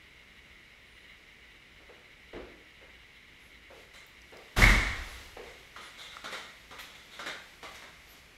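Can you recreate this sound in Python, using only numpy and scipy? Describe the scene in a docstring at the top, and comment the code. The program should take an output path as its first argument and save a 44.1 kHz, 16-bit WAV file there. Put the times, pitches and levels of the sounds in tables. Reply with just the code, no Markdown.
"""Door slam in a hard-walled kitchen

One microphone in a live room, over faint appliance hum and hiss. Dull knocks come from further off,
small clicks from close by. A door bangs into its frame: the panel booms, the latch rings, the wall
rumbles. Someone steps back over the hard floor, heel then sole; clothes rustle, thin peeps come and go."""
import sys
import numpy as np
from scipy import signal
from scipy.fft import rfft, irfft, next_fast_len
from scipy.io import wavfile
from scipy.ndimage import map_coordinates

SR = 44100
rng = np.random.default_rng(int(sys.argv[2]) if len(sys.argv) > 2 else 0)


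def log_audio(samples):
    """Write samples as a 16-bit WAV file to the path given in sys.argv[1]."""
    # one column per channel
    frames = np.atleast_2d(samples).T
    # limit to full scale, then quantise
    limited = np.clip(frames, -1, 1)
    pcm = np.round(limited * 32767).astype(np.int16)
    wavfile.write(sys.argv[1], SR, pcm)


N = 369116
HIT_SAMPLES = SR


def amp(db):
    """Decibels to gain."""
    return 10 ** (np.asarray(db) / 20)


def unit(x):
    """Scaled to rms 1."""
    return x / np.sqrt(np.mean(x ** 2) + 1e-20)


def along(points, hz):
    """(Hz, value) points read on a log frequency axis."""
    freqs, values = np.transpose(points)
    return np.interp(np.log(hz + 1e-3), np.log(freqs), values)


def noise(spectrum):
    """Steady coloured noise of rms 1."""
    size = next_fast_len(N)
    gain = amp(along(spectrum, np.fft.rfftfreq(size, 1 / SR)))
    return unit(irfft(rfft(rng.standard_normal(size)) * gain)[:N])


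def wobble(rate):
    """A smooth random curve, rate knots a second."""
    knots = rng.standard_normal(int(N * rate / SR) + 4)
    return map_coordinates(knots, [np.arange(N) * rate / SR])


def add(track, s, sound):
    """Mix a sound into the track at time s."""
    part = track[round(s * SR):][:len(sound)]
    part += sound[:len(part)]


def hit_axes():
    """Times and frequencies of one hit."""
    return np.arange(HIT_SAMPLES) / SR, np.fft.rfftfreq(HIT_SAMPLES, 1 / SR)


def coloured(hit, gain):
    """A hit through a minimum-phase filter, its gain scaled to rms 1."""
    cepstrum = irfft(np.log(np.maximum(unit(gain), 1e-6)), HIT_SAMPLES)
    cepstrum[1:HIT_SAMPLES // 2] *= 2
    cepstrum[HIT_SAMPLES // 2 + 1:] = 0
    return irfft(rfft(hit) * np.exp(rfft(cepstrum)), HIT_SAMPLES)


def resonance(hz, centre, sharpness):
    """Gain of one damped resonance, 1 at its centre."""
    return 1 / np.hypot(1, sharpness * (hz / centre - centre / (hz + 1)))


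def dense_modes(spacing_hz, depth_db):
    """The many small resonances of a solid body, as a random ripple in dB over frequency."""
    _, hz = hit_axes()
    knots = rng.standard_normal(HIT_SAMPLES // 8)
    return depth_db * map_coordinates(knots, [hz / spacing_hz], mode="mirror")


# Broad hiss filling the kitchen: (frequency [Hz], relative level [dB])
AIR_SPECTRUM = [(15, -38), (25, -6), (55, 1), (91, -7.5), (222, -9.5), (261, -11.5), (435, -12),
                (766, -20.5), (1630, -14), (2190, -7), (3960, -25), (5050, -24), (9130, -37),
                (11000, -34.5), (15600, -57)]
# The appliances' narrow hiss: (frequency [Hz], relative level [dB])
HISS_SPECTRUM = [(1000, -22), (1650, -19.5), (1950, -0.5), (2250, -0.5), (2500, -29), (2800, -3.5),
                 (3300, -13.5), (4000, -9.5), (4600, -37.5)]
# Mains hum: (frequency [Hz], level [dB])
MAINS_LINES = [(60, -71.5), (120, -85.5)]

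def room_tone():
    """Appliances hiss and hum; the narrow hiss wavers, flutters and fades as the microphone backs away."""
    t = np.arange(N) / SR
    back_away_s, fade_db_per_s = 6.1, 3.5
    fade_db = fade_db_per_s * np.maximum(t - back_away_s, 0)
    hiss_db = -59.5 - fade_db + 0.5 * wobble(rate=3.23) + 2 * wobble(rate=41)
    hiss = amp(-58.5) * noise(AIR_SPECTRUM) + amp(hiss_db) * noise(HISS_SPECTRUM)
    hum = sum(amp(db) * np.sin(2 * np.pi * (hz * t + rng.random())) for hz, db in MAINS_LINES)
    return hiss + np.sqrt(2) * hum


# Rubbing cloth: (frequency [Hz], relative level [dB])
CLOTH_SPECTRUM = [(500, 4), (3500, 4.5), (7500, -4.5), (9300, -10.5), (11500, -5.5), (15500, -18.5)]
# Swishes at the microphone: (peak time [s], level [dB], half length [s])
CLOTH_SWISHES = [(3.453, -66, 0.068), (3.795, -61, .06), (5.128, -51, 0.16), (5.483, -66, 0.17),
                 (7.454, -61, 0.1), (7.754, -55.5, 0.066), (8.14, -57, 0.063)]

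def clothes():
    """A faint rustle that grows once the wearer moves, with a swish at each larger gesture."""
    t = np.arange(N) / SR
    move_s, rest_s, ease_s = 4.22, 8.5, 0.3
    still_db, moving_db = -70, -60.5
    moving = (np.tanh((t - move_s) / ease_s) - np.tanh((t - rest_s) / ease_s)) / 2
    rustle = amp(still_db + (moving_db - still_db) * moving)
    swish_power = sum(amp(db) ** 2 * np.exp(-((t - s) / half) ** 2) for s, db, half in CLOTH_SWISHES)
    return np.sqrt(rustle ** 2 + swish_power) * amp(0.44 * wobble(rate=5.4)) * noise(CLOTH_SPECTRUM)


# Faint high peeps: (time [s], length [s], level [dB], pitch [Hz], glide [Hz/s], jitter [Hz])
THIN_PEEPS = [(0.816, 0.26, -75, 9000, 5000, 110), (3.383, 0.14, -70, 11000, 0, 500),
              (5.042, 0.15, -61.5, 10300, 0, 300), (5.8, 0.12, -62, 10400, 0, 260),
              (8.073, 0.085, -59, 12500, -7000, 550)]

def peeps():
    """Unsteady little whistles, perhaps steam from a hot pan, that swell, glide and die."""
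    out = np.zeros(N)
    for s, length, db, pitch_hz, glide, jitter_hz in THIN_PEEPS:
        t = np.arange(round(length * SR)) / SR
        hz = pitch_hz + glide * t + jitter_hz * wobble(rate=1100)[:len(t)]
        swell = np.sin(np.pi * t / length)
        add(out, s, amp(db) * swell * np.sin(2 * np.pi * np.cumsum(hz) / SR))
    return out


# Reverberation between the hard walls: (frequency [Hz], t60 [s])
KITCHEN_DECAY = [(60, 0.86), (200, 0.9), (500, 0.91), (2000, 1.08), (5000, 0.98), (8000, 0.95),
                 (12000, 0.54)]

def contact(rise_s, t60_s, room_db, decay_scale=1, snap=0):
    """A hard snap, a burst of tiny collisions and the room's answer, with the energy of 50 ms at rms 1."""
    t, _ = hit_axes()
    force = (1 - np.exp(-t / rise_s)) * amp(-60 * t / t60_s)
    hz, age, bands = signal.stft(rng.standard_normal(HIT_SAMPLES), SR, nperseg=256)
    room_t60_s = decay_scale * along(KITCHEN_DECAY, hz)[:, None]
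    tail = signal.istft(bands * amp(-60 * age / room_t60_s), SR, nperseg=256)[1][:HIT_SAMPLES]
    filling = np.sqrt(np.cumsum(force ** 2)) * (1 - np.exp(-t / 0.0061))  # the contact feeds the room
    direct = snap * unit(1. * (t == 0)) + unit(force * rng.standard_normal(HIT_SAMPLES))
    at_mic = direct + amp(room_db) * unit(filling * tail)
    return at_mic / np.linalg.norm(at_mic) * np.sqrt(SR / 20)


# A knock's hollow thud: (frequency [multiple of the pitch], relative level [dB])
THUD_SPECTRUM = [(.25, -33), (.5, -13.5), (.7, -6), (1, -1), (1.45, -9.5), (2, -20.5), (5, -76)]
# The rattle on top: (frequency [Hz], relative level [dB])
RATTLE_SPECTRUM = [(100, -35), (700, 3), (1500, 8.5), (3000, 2), (6000, -16.5), (14000, -51)]
# Knocks further off in the room: (time [s], level [dB], thud pitch [Hz])
FAR_KNOCKS = [(1.801, -61.5, 437), (1.89, -54.5, 452), (2.332, -44.5, 454), (2.360, -45, 340),
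              (2.81, -57, 465), (3.703, -50.5, 496), (4.323, -49, 495), (5.368, -43, 484)]

def knocks():
    """Soft, heavy blows: a hollow thud and a little rattle, which grows more slowly with force."""
    out, (_, hz) = np.zeros(N), hit_axes()
    firm_db, rattle_growth = -43.5, 0.52  # a firm knock; dB of rattle per dB of force
    rattle = unit(amp(along(RATTLE_SPECTRUM, hz)))
    for s, db, pitch_hz in FAR_KNOCKS:
        thud = unit(amp(along(THUD_SPECTRUM, hz / pitch_hz)))
        rattle_db = -7.5 + (rattle_growth - 1) * (db - firm_db)
        colour = (thud + amp(rattle_db) * rattle) * amp(dense_modes(spacing_hz=30, depth_db=1.5))
        blow = contact(rise_s=0.0022, t60_s=0.05, room_db=5.5, decay_scale=0.73, snap=0.3)
        add(out, s, amp(db) * coloured(blow, colour))
    add(out, 2.336, amp(-39.5) * boom(attack_s=0.012))  # one heavy knock also shakes the floor
    return out


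# Wooden panel, for floor and door alike: (frequency [Hz], relative level [dB], t60 [s])
PANEL_MODES = [(43.2, -3, 0.43), (54, -15, 0.66), (63.05, -13, 0.91), (110, -10, 0.47), (119, -18.5, 0.26),
               (194.3, -8.5, 0.26), (219.4, -15.5, 0.52)]

def boom(attack_s):
    """The low modes of a wooden panel, held up by the room."""
    t, _ = hit_axes()
    modes = sum(amp(db - 60 * t / t60) * np.sin(2 * np.pi * hz * t) for hz, db, t60 in PANEL_MODES)
    return modes * (1 - np.exp(-t / attack_s))


# A shoe on the hard floor: (frequency [Hz], relative level [dB])
SHOE_SPECTRUM = [(60, -19.5), (200, -3.5), (380, -2), (550, 3), (800, -1), (1400, 2), (1750, -1), (2100, 4),
                 (2600, -6.5), (3800, 0.5), (4600, -10), (7000, -13), (9500, -21), (12000, -20.5),
                 (15500, -41)]

def shoe_colour(pitch_hz, db_per_octave, clack_db):
    """Gain over frequency of a shoe with one clack resonance; each spot of floor rings differently."""
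    _, hz = hit_axes()
    tilt = db_per_octave * np.log2(np.maximum(hz, 200) / 1500)
    clack = clack_db * resonance(hz, pitch_hz, sharpness=10.7)
    return amp(along(SHOE_SPECTRUM, hz) + tilt + clack + dense_modes(spacing_hz=40.06, depth_db=3))


# Soles, more room than direct sound: (time [s], level [dB], clack pitch [Hz], contact t60 [s])
SOLE_SCUFFS = [(3.936, -52, 2120, 0.064), (5.408, -52, 2060, 1), (5.799, -48, 1940, 0.3),
               (5.969, -44.5, 3570, 0.41), (6.111, -51, 1400, .35), (6.30, -43, 1950, 0.34),
               (6.785, -45, 2660, 0.079), (6.951, -54, 3300, 0.036), (7.104, -49.5, 3500, 0.4),
               (7.744, -49, 2180, 0.061)]

def soles():
    """Soles slap down and scuff, brighter than heels; the longer the scuff, the softer its start."""
    out = np.zeros(N)
    for s, db, pitch_hz, t60_s in SOLE_SCUFFS:
        scuff = contact(rise_s=0.056 * t60_s, t60_s=t60_s, room_db=6, decay_scale=0.81)
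        add(out, s, amp(db) * coloured(scuff, shoe_colour(pitch_hz, db_per_octave=1.84, clack_db=8)))
    return out


# Clicks near the microphone: (time [s], level [dB], pitch [Hz], room over direct sound [dB])
NEAR_CLICKS = [(3.961, -66, 7300, 4), (4.066, -67, 14000, -5), (4.218, -66.5, 5600, -30),
               (4.314, -74, 7300, -7), (4.37, -62.5, 4900, -6), (6.168, -53.5, 1340, -5),
               (6.795, -57.5, 12100, 7), (7.756, -62, 5850, 1)]

def clicks():
    """Tiny hard contacts, each with one broad resonance."""
    out, (_, hz) = np.zeros(N), hit_axes()
    for s, db, pitch_hz, room_db in NEAR_CLICKS:
        tick = contact(rise_s=0.0005, t60_s=0.009, room_db=room_db, decay_scale=0.48)
        add(out, s, amp(db) * coloured(tick, resonance(hz, pitch_hz, sharpness=6.4)))
    return out


# The wooden frame: (frequency [Hz], relative level [dB])
FRAME_SPECTRUM = [(30, 4.5), (155, -2.5), (230, 5), (300, 0), (750, -3.5), (1150, 0), (1700, 0.5),
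                  (2700, -6.5), (3800, -4), (4400, -10), (7000, -15), (9300, -20.5), (12000, -17.5),
                  (14500, -33), (15800, -35)]
# The steel latch: (frequency [Hz], width [Hz], relative level [dB])
LATCH_MODES = [(1870, 230, -1.5), (2030, 160, -9), (2120, 250, 1.5), (2233, 89, -2)]
# The door meets its frame: (time [s], frame level [dB], latch level [dB], rise [s], contact t60 [s])
DOOR_CONTACTS = [(4.562, -27, -61, 0.015, 0.15), (4.585, -26.5, -53, 0.0074, 0.18),
                 (4.6194, -27.5, -20.5, 0.0035, 0.022), (4.637, -28.5, -23.5, 0.0035, 0.024),
                 (4.692, -34, -33, 0.0058, 0.15)]

def frame_and_latch():
    """Each contact of the door cracks on the frame and rings the latch, whose bolt adds a brief tone."""
    out, (t, hz) = np.zeros(N), hit_axes()
    wood = amp(along(FRAME_SPECTRUM, hz) + dense_modes(spacing_hz=16, depth_db=1.5))
    peaks = [amp(db) / (1 + (2 * (hz - centre) / width) ** 2) for centre, width, db in LATCH_MODES]
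    steel = np.linalg.norm(peaks, axis=0)
    bolt_hz, bolt_gain_db, bolt_attack_s, bolt_t60_s = 2154, 21.5, 0.0064, 0.029
    bolt_envelope = (1 - np.exp(-t / bolt_attack_s)) ** 2 * amp(bolt_gain_db - 60 * t / bolt_t60_s)
    bolt = bolt_envelope * np.sin(2 * np.pi * bolt_hz * t)
    for s, frame_db, latch_db, rise_s, t60_s in DOOR_CONTACTS:
        crack = coloured(contact(rise_s, t60_s, room_db=4.5), wood)
        ring = coloured(contact(rise_s, t60_s, room_db=-1.5, decay_scale=0.81, snap=0.1), steel)
        add(out, s, amp(frame_db) * crack + amp(latch_db) * (bolt + ring))
    return out


# The wall after the slam: (frequency [Hz], relative level [dB])
WALL_SPECTRUM = [(10, -12), (25, 0), (55, -1), (100, -9), (150, -24), (300, -61)]
# Pushes on the door panel: (time [s], level [dB])
PANEL_PUSHES = [(4.573, -16.5), (4.621, -13), (4.690, -15)]

def panel_and_wall():
    """Each push of the slam sets the door panel booming, and the wall rumbles on."""
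    out, (t, _) = np.zeros(N), hit_axes()
    wall_gain_db, wall_attack_s, wall_t60_s = -23, 0.044, 1.44
    envelope = (1 - np.exp(-t / wall_attack_s)) * amp(wall_gain_db - 60 * t / wall_t60_s)
    shudder = noise(WALL_SPECTRUM)
    for s, db in PANEL_PUSHES:
        rumble = envelope * shudder[round(s * SR):][:HIT_SAMPLES]
        add(out, s, amp(db) * (boom(attack_s=0.011) + rumble))
    return out


# Heels stepping back over the floor: (time [s], level [dB], clack pitch [Hz])
HEEL_STRIKES = [(5.762, -46.5, 1300), (6.242, -40.5, 1420), (6.324, -41, 1390), (6.710, -47.5, 1180),
                (7.192, -41.5, 1360), (7.261, -39, 1500), (7.269, -41, 1570), (7.629, -43, 1150),
                (7.821, -50.5, 1630)]

def heels():
    """Every heel lands fast, with the same short contact; the harder, the brighter."""
    out, firm_db = np.zeros(N), -40.5
    for s, db, pitch_hz in HEEL_STRIKES:
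        blow = contact(rise_s=0.00056, t60_s=0.062, room_db=4.5, decay_scale=0.54, snap=0.23)
        db_per_octave = -0.2 + 0.14 * (db - firm_db)
        add(out, s, amp(db) * coloured(blow, shoe_colour(pitch_hz, db_per_octave, clack_db=8.5)))
    return out


def scene():
    """Everything in the kitchen at one microphone."""
    door = frame_and_latch() + panel_and_wall()
    return (door + knocks() + heels() + soles() + clicks() + clothes() + peeps() + room_tone())[None]


def record(dry):
    """The recorder keeps nothing above its band limit."""
    size, top_hz = next_fast_len(N + SR), 15750
    passband = np.fft.rfftfreq(size, 1 / SR) < top_hz
    return irfft(rfft(dry, size) * passband, size)[..., :N]


dry = scene()
out = record(dry)
log_audio(out)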